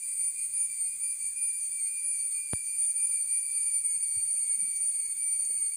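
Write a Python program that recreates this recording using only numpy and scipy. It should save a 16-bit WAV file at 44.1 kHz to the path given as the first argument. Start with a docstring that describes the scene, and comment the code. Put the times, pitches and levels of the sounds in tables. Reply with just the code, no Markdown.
"""Short notes of a high cicada and the soft rough buzz of a lower one sound near, over a far insect chorus.
The lower one soon sings too; most notes fall slightly, and the higher one ends in a trill in this tree plantation.
Each buckles its tymbal ribs in regular strokes: a stack of partials with side lines one stroke rate apart.
Shaped noise makes the air, chorus and tree echoes; short tone swells make a faint cricket's chirps.
A pressure step and brief pips are a sharp jolt and soft bumps reaching the hand-held microphone."""
import sys
import numpy as np
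from scipy import signal
from scipy.fft import rfft, irfft
from scipy.io import wavfile
from scipy.ndimage import uniform_filter1d, map_coordinates

SR = 44100
rng = np.random.default_rng(int(sys.argv[2]) if len(sys.argv) > 2 else 0)


def materialize(psi):
    """Save the field psi as 16-bit PCM at rate SR to the path in sys.argv[1].

    A 1-D psi becomes a single channel; in a 2-D psi each row is a channel.
    """
    bounded = np.clip(np.atleast_2d(psi).T, -1, 1)
    quanta = np.round(bounded * 32767).astype(np.int16)
    wavfile.write(sys.argv[1], SR, quanta)


def attenuation_scalar(level_db):
    """Turn a level in dB into a linear amplitude multiplier (20 dB per decade)."""
    decades = np.asarray(level_db, float) / 20
    return 10 ** decades


N = 254016
TIME = np.arange(N) / SR


def unit(x):
    """Normalization: scales a signal to rms 1."""
    return x / np.sqrt(np.mean(x ** 2) + 1e-20)


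def along(points, hz):
    """Logarithmic frequency scale: interpolates (frequency [Hz], value) points on it."""
    f, v = np.transpose(points)
    return np.interp(np.log(hz + 1), np.log(f + 1), v)


def curves(rows):
    """Linear interpolation: one curve over the samples for each column after the time."""
    s, *cols = np.transpose(rows)
    return [np.interp(TIME, s, c) for c in cols]


def wobble(rate):
    """Slow random modulation: a smooth curve through about rate knots a second."""
    return map_coordinates(rng.standard_normal(8192), [TIME * rate])


def band(hz, centre_hz, width_hz):
    """Resonance: a bell-shaped response, applied twice."""
    return 1 / (1 + (2 * (hz - centre_hz) / width_hz) ** 2) ** 2


def throb(rate_hz, start, depth_db):
    """Amplitude modulation: a regular swelling of level, at its top at time start."""
    return attenuation_scalar(depth_db * (np.cos(2 * np.pi * rate_hz * (TIME - start)) - 1.5))


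def hiss(gain, patchy_db):
    """Filtered noise: rms 1, coloured by gain(Hz), with time-frequency patches of random level."""
    hz, t, z = signal.stft(rng.standard_normal(N + 1024), SR, nperseg=1024)
    field = uniform_filter1d(rng.standard_normal(z.shape), size=5, axis=0)
    field = uniform_filter1d(field, size=5, axis=1)
    shaped = z * gain(hz)[:, None] * attenuation_scalar(patchy_db * unit(field))
    return unit(signal.istft(shaped, SR, nperseg=1024)[1][:N])


def pips(rows):
    """Gaussian tone bursts: short swells of one pitch each."""
    total = 0
    for s, db, hz, length in rows:
        since = TIME - s
        total = total + attenuation_scalar(db) * np.exp(-(2 * since / length) ** 2) * np.cos(2 * np.pi * hz * since)
    return total


# spectral shape of the air: (frequency [Hz], relative level per Hz [dB])
AIR_SPECTRUM = [(25, -4), (45, 8.5), (70, 0), (110, 2.2), (200, -3.5), (350, -11.5), (1000, -15),
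                (1700, -8.5), (3200, -10), (5400, -10), (10800, -21), (12800, -13), (16000, -19)]


def air():
    """Stationary broadband noise: far rumble and the steady hiss of forest and microphone."""
    return attenuation_scalar(-65.5) * hiss(lambda hz: attenuation_scalar(along(AIR_SPECTRUM, hz)), patchy_db=2.5)


# blurred partials of the far singers: (centre [Hz], width [Hz], relative level [dB])
FAR_BANDS = [(2358, 375, -23.5), (4594, 580, -28.5), (7064, 1140, -21), (8280, 670, -21.5),
             (9144, 1530, -5.5), (10440, 800, -42), (11700, 2200, -33), (13800, 800, -42)]


def far_singers():
    """Incoherent superposition: many singers blur into noise bands at the same partials."""
    return hiss(lambda hz: sum(attenuation_scalar(db) * band(hz, c, w) for c, w, db in FAR_BANDS), patchy_db=1.0)


def rasping_insect():
    """Nested amplitude modulation: a very high insect rasps four pulses to a chirp."""
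    chirps = throb(rate_hz=18, start=.04, depth_db=1.7)
    pulses = throb(rate_hz=72, start=.058, depth_db=1.7)
    uneven = attenuation_scalar(2.2 * wobble(110))
    return unit(chirps * pulses * uneven * hiss(lambda hz: band(hz, 15600, 2300), patchy_db=1))


# flares of the scratchy hiss: (time [s], level added [dB])
FLARES = [(2.68, -57), (4.78, -59)]


def scratchy_hiss():
    """Random modulation of band noise: a faint scratchy hiss that flares briefly."""
    steady_db, flare_s = -67.5, 0.037
    scratch = unit(attenuation_scalar(3.5 * wobble(25)) * hiss(lambda hz: band(hz, 6250, 900), patchy_db=2.5))
    flares = sum(attenuation_scalar(db) * np.exp(-((TIME - s) / flare_s) ** 2) for s, db in FLARES)
    return (attenuation_scalar(steady_db) + flares) * scratch


# slow swell of the chorus: (time [s], far singers' level [dB], highest insect's level [dB])
CHORUS_SWELL = [(0, -39, -53.5), (1.5, -40, -54.5), (3, -39.5, -54.5), (4.5, -41, -57.5), (5.76, -42, -53)]


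def chorus():
    """Superposition: the far singers and the rasping insect swell slowly, with the scratchy hiss."""
    far_db, rasp_db = curves(CHORUS_SWELL)
    return attenuation_scalar(far_db) * far_singers() + attenuation_scalar(rasp_db) * rasping_insect() + scratchy_hiss()


# clear chirps of a faint cricket: (time [s], peak [dB], pitch [Hz], length [s])
CRICKET_CHIRPS = [(4.66, -81, 3490, .04), (4.76, -72, 3490, 0.027), (4.84, -76, 3520, 0.052),
                  (4.885, -65, 3530, 0.019), (4.915, -67, 3466, 0.017), (5.0, -74, 3450, .04)]
# fainter, uneven chirping: (centre [Hz], width [Hz], level before the swing [dB], swing [dB])
UNEVEN_CRICKET = (3490, 64, -85.5, 6)


def crickets():
    """Narrow-band sound: a few clear tone bursts over randomly modulated narrow noise."""
    hz, width_hz, db, swing_db = UNEVEN_CRICKET
    uneven = attenuation_scalar(db + swing_db * wobble(18)) * hiss(lambda f: band(f, hz, width_hz), patchy_db=1.5)
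    return pips(CRICKET_CHIRPS) + uneven


# the jolt's pressure step: (time [s], height [dB])
JOLT_STEP = (2.5339, -18.5)
# soft bumps and ticks: (time [s], peak [dB], pitch [Hz], length [s])
SOFT_BUMPS = [(1.40, -68.5, 304.6, 0.021), (2.075, -57.5, 302, 0.0047), (3.975, -62, 128.7, 0.012),
              (4.17, -45, 90, 0.015), (4.19, -58, 101.8, 0.015), (4.585, -59.5, 188, 0.016),
              (4.63, -53.5, 183, .02), (4.642, -58, 248, 0.014), (4.682, -59, 213.2, 0.013),
              (4.72, -72, 411, 0.018), (5.452, -32.5, 6620, 0.0024), (5.4525, -31, 7420, 0.00095),
              (5.505, -48, 428.3, 0.0036), (5.509, -59.5, 353, 0.019)]


def handling():
    """Step excitation: the jolt is a sudden rise of pressure, the bumps are short tone bursts."""
    start, step_db = JOLT_STEP
    step = 1 - np.exp(-np.clip(TIME - start, 0, None) * 25000)
    return attenuation_scalar(step_db) * step + pips(SOFT_BUMPS)


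# echoes among trunks: (frequency [Hz], time to die by 60 dB [s])
TRUNK_DECAY = [(1000, 0.68), (9000, 0.94), (15000, 0.097)]


def trees(x):
    """Reverberant decay: convolution with a noise tail in which each frequency dies at its own speed."""
    hz, t, z = signal.stft(rng.standard_normal(SR // 2), SR, nperseg=256)
    decay = attenuation_scalar(-60 * t / along(TRUNK_DECAY, hz)[:, None])
    tail = signal.istft(z * decay, SR, nperseg=256)[1]
    return signal.fftconvolve(x, tail / np.linalg.norm(tail))[:N]


def song(notes, voice):
    """Frequency glide: each note glides straight and arches in level.

    The three low partials follow the rate and the time, and fade along the note."""
    arch_db = 1.5  # the bright lines are this much weaker at a note's ends than at its middle
    warm_s = 3  # the voices change until then
    mid_hz, partials = voice
    played = []
    for s, length, from_hz, to_hz, db, under_db in notes:
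        middle_hz = (from_hz + to_hz) / 2
        note = []
        for u, hz, arch in ((0, from_hz, -arch_db / 2), (.5, middle_hz, arch_db / 2), (1, to_hz, -arch_db / 2)):
            low_db = [level + tilt * (hz - mid_hz) + grow * min(s, warm_s) - fade * u
                      for level, tilt, grow, fade in partials]
            note.append((s + u * length, hz, db + arch, under_db + arch, *low_db))
        played.append(note)
    return played


# trill and buzz, levels from the 4th partial: (line under the 4th [dB], 2nd partial [dB], 3rd partial [dB])
ROUGH_LINES = (-2.5, -31, -25.5)


def rough(rows):
    """Fixed spectral balance: one long note whose 2nd, 3rd and under lines hang on the 4th partial."""
    under, second, third = ROUGH_LINES
    return [[(s, hz, db, db + under, low_db, db + second, db + third) for s, hz, db, low_db in rows]]


def held(notes, edge):
    """Gating: 1 while a note sounds, with soft edges of edge seconds."""
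    gate = 0
    for note in notes:
        inside = np.minimum(TIME - note[0][0], note[-1][0] - TIME)
        gate = gate + np.clip(inside / edge + .5, 0, 1)
    return gate


# weaker lines, levels from the strong lines' mean before faint_db is added:
# (partial, strokes above it, level with nine ribs [dB], level with eight ribs [dB])
FAINT_LINES = [(1, -1, -36, -34), (1, 1, -29, -36), (2, -1, -29, -25), (2, 1, -29, -23), (3, -2, -24, -22),
               (3, -1, -19, -24), (3, 1, -18, -18), (4, -3, -14, -12), (4, -2, -6, -8), (4, 1, 0, -1),
               (4, 2, -10, -12), (5, -1, -27, -20), (5, 0, -15, -13), (5, 1, -28, -25), (6, -1, -33, -26),
               (6, 0, -25, -22)]
# a ground echo weakens strong lines in one narrow band: (centre [Hz], width [Hz], depth [dB])
GROUND_NOTCH = (2270, 30, 8)


def cicada(notes, gate, count, waver_hz, waver_rate, flutter_db, faint_db):
    """Periodic excitation: count ribs click in each stroke, so lines stand at whole partials of the
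    click rate and at steps of 1 / count beside them."""
    notch_hz, notch_width_hz, notch_db = GROUND_NOTCH
    rate_hz, *strong_db = curves(sum(notes, []))
    phase = 2 * np.pi * np.cumsum(rate_hz + waver_hz * wobble(waver_rate)) / SR
    lines = []
    for order, db in zip([4, 4 - 1 / count, 1, 2, 3], strong_db):
        drift_db = 1.5 * wobble(14)  # slow fading of each line
        notch = notch_db * band(order * rate_hz, notch_hz, notch_width_hz)
        lines.append((order, db + drift_db - notch))
    effort_db = np.mean(strong_db, axis=0) + faint_db
    for partial, strokes, nine_db, eight_db in FAINT_LINES:
        line_db = nine_db if count == 9 else eight_db
        scatter_db = 4 * wobble(25)  # the weak lines break up
        lines.append((partial + strokes / count, effort_db + line_db + scatter_db))
    # every line reaches the microphone by its own mix of paths, so each flutters alone
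    total = 0
    for order, db in lines:
        total = total + np.sqrt(2) * attenuation_scalar(db + flutter_db * wobble(30)) * np.sin(order * phase)
    return gate * total


# the lower singer's rough buzz as it warms up, levels before modulation:
# (time [s], click rate [Hz], 4th partial [dB], 1st partial [dB])
WARMING_ROWS = [(0, 2132, -48, -71), (.9, 2158, -53, -75), (1.9, 2184, -58, -97), (2.6, 2200, -75, -85)]


def warming_buzz():
    """Random frequency and amplitude modulation: eight ribs buzz with no steady pitch."""
    notes = rough(WARMING_ROWS)
    gate = attenuation_scalar(3.2 * wobble(22.7)) * held(notes, 0.013)
    return cicada(notes, gate, count=8, waver_hz=40.3, waver_rate=400, flutter_db=1, faint_db=1)


# the higher singer's rough buzz as it tires, levels before the throb:
# (time [s], click rate [Hz], 4th partial [dB], 1st partial [dB])
TIRING_ROWS = [(4.0, 2435, -70, -68), (4.6, 2446, -59, -67), (5.3, 2469, -57, -62), (5.76, 2437, -72, -65)]


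def tiring_buzz():
    """Deep amplitude modulation: nine ribs buzz with no steady pitch, throbbing in step with the trill."""
    notes = rough(TIRING_ROWS)
    gate = throb(rate_hz=17.5, start=3.86, depth_db=14) * held(notes, .1)
    return cicada(notes, gate, count=9, waver_hz=62.5, waver_rate=140, flutter_db=6, faint_db=6)


# the higher singer's closing trill, levels before the throb:
# (time [s], click rate [Hz], 4th partial [dB], 1st partial [dB])
TRILL_ROWS = [(3.45, 2399, -33, -51), (3.75, 2355, -35, -59), (3.85, 2372, -35, -55),
              (4.05, 2357, -30, -64), (4.12, 2385, -40, -59), (4.5, 2336, -31, -63), (5.0, 2350, -37, -61),
              (5.76, 2335, -35, -74)]


def closing_trill():
    """Periodic amplitude modulation: one long nine-rib note throbs regularly and wavers in pitch."""
    notes = rough(TRILL_ROWS)
    gate = throb(rate_hz=17.5, start=3.86, depth_db=6.2) * held(notes, 0.017)
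    return cicada(notes, gate, count=9, waver_hz=14, waver_rate=70, flutter_db=4.5, faint_db=4)


# the lower singer's notes, levels before arch, drift, notch and flutter: (start [s], length [s],
# click rate at the start [Hz], at the end [Hz], 4th partial [dB], line under it [dB])
LOW_NOTES = [(.16, .09, 2290, 2291, -35, -39), (.38, .08, 2202, 2204, -40, -45),
             (.57, .09, 2303, 2305, -34, -40), (.8, .09, 2227, 2228, -34, -42),
             (1.0, .08, 2310, 2313, -35, -42), (1.2, .09, 2249, 2250, -40, -41),
             (1.41, .11, 2320, 2323, -32, -42), (1.6, .1, 2268, 2265, -35, -40),
             (1.79, .1, 2216, 2226, -32, -39), (1.96, .11, 2319, 2321, -39, -43),
             (2.13, .1, 2287, 2283, -36, -38), (2.3, .1, 2232, 2243, -34, -46),
             (2.48, .1, 2326, 2327, -34, -44), (2.63, .14, 2299, 2298, -42, -40),
             (2.78, .15, 2265, 2265, -29, -40), (2.95, .13, 2320, 2326, -32, -40),
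             (3.11, .14, 2303, 2293, -37, -37), (3.27, .12, 2279, 2277, -34, -38),
             (3.42, .13, 2322, 2316, -36, -42), (3.55, .25, 2318, 2283, -33, -38),
             (3.84, .13, 2250, 2251, -34, -34), (4.0, .57, 2292, 2240, -33, -36),
             (4.59, .55, 2295, 2238, -35, -39), (5.17, .52, 2296, 2239, -34, -37),
             (5.71, .04, 2297, 2297, -49, -47)]
# middle click rate [Hz], then for the 1st, 2nd and 3rd partial:
# (level at that rate and time 0 [dB], tilt [dB per Hz of rate], growth [dB per s], loss along a note [dB])
LOW_PARTIALS = (2286, [(-64.5, 0.039, 3.2, 0.58), (-68, -0.016, 2.62, -0.75), (-61, -0.044, .1, 1)])


def low_song():
    """Harmonic lines with stroke-rate sidebands: the lower singer buckles eight ribs a stroke."""
    notes = song(LOW_NOTES, LOW_PARTIALS)
    return cicada(notes, held(notes, 0.019), count=8, waver_hz=2.68, waver_rate=70,
                  flutter_db=2.07, faint_db=-2.8)


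# the higher singer's notes, levels before arch, drift, notch and flutter: (start [s], length [s],
# click rate at the start [Hz], at the end [Hz], 4th partial [dB], line under it [dB])
HIGH_NOTES = [(.02, .13, 2377, 2371, -39, -48), (.19, .11, 2337, 2335, -33, -48),
              (.36, .11, 2411, 2411, -37, -51), (.53, .12, 2376, 2368, -38, -36),
              (.69, .13, 2342, 2338, -41, -48), (.86, .11, 2416, 2409, -38, -50),
              (1.03, .12, 2377, 2365, -38, -38), (1.2, .11, 2339, 2334, -39, -48),
              (1.36, .14, 2405, 2402, -34, -42), (1.52, .12, 2366, 2362, -40, -48),
              (1.7, .11, 2340, 2334, -36, -52), (1.86, .14, 2400, 2396, -38, -46),
              (2.03, .15, 2365, 2354, -33, -39), (2.19, .11, 2333, 2327, -33, -48),
              (2.34, .15, 2397, 2392, -43, -44), (2.5, .14, 2363, 2355, -37, -47),
              (2.67, .26, 2392, 2353, -39, -44), (2.98, .24, 2390, 2358, -40, -35),
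              (3.28, .15, 2378, 2369, -37, -43)]
# middle click rate [Hz], then for the 1st, 2nd and 3rd partial:
# (level at that rate and time 0 [dB], tilt [dB per Hz of rate], growth [dB per s], loss along a note [dB])
HIGH_PARTIALS = (2370, [(-52, .005, -.2, 4), (-60, -.01, -1.3, 3.5), (-56, .01, -.8, 3)])


def high_song():
    """Harmonic lines with stroke-rate sidebands: the higher singer buckles nine ribs a stroke."""
    notes = song(HIGH_NOTES, HIGH_PARTIALS)
    return cicada(notes, held(notes, 0.029), count=9, waver_hz=2.68, waver_rate=70,
                  flutter_db=1.1, faint_db=0.0)


def singers():
    """Superposition: the songs, trill and buzzes of the two near cicadas add."""
    return high_song() + low_song() + closing_trill() + tiring_buzz() + warming_buzz()


def scene():
    """Direct and reverberant sound: near singers and their echoes join the chorus, cricket, air and hand."""
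    near = singers()
    echo = attenuation_scalar(-8.5) * trees(near)
    return (near + echo + chorus() + crickets() + air() + handling())[None]


def low_pass(x):
    """Removes everything above the highest recorded frequency."""
    return signal.sosfilt(signal.butter(12, 16850, fs=SR, output="sos"), x)


def record(dry):
    """Band limiting: a steep low cut turns the pressure step into a click with a slow swing after it,
    and a sharp upper limit removes the highest treble."""
    top_hz = 15480
    low_cut = signal.butter(4, 85, "highpass", fs=SR, output="sos")
    spectrum = rfft(signal.sosfilt(low_cut, dry))
    passed = np.fft.rfftfreq(N, 1 / SR) < top_hz
    mix = irfft(spectrum * passed, N)
    return low_pass(mix)


dry = scene()
out = record(dry)
materialize(out)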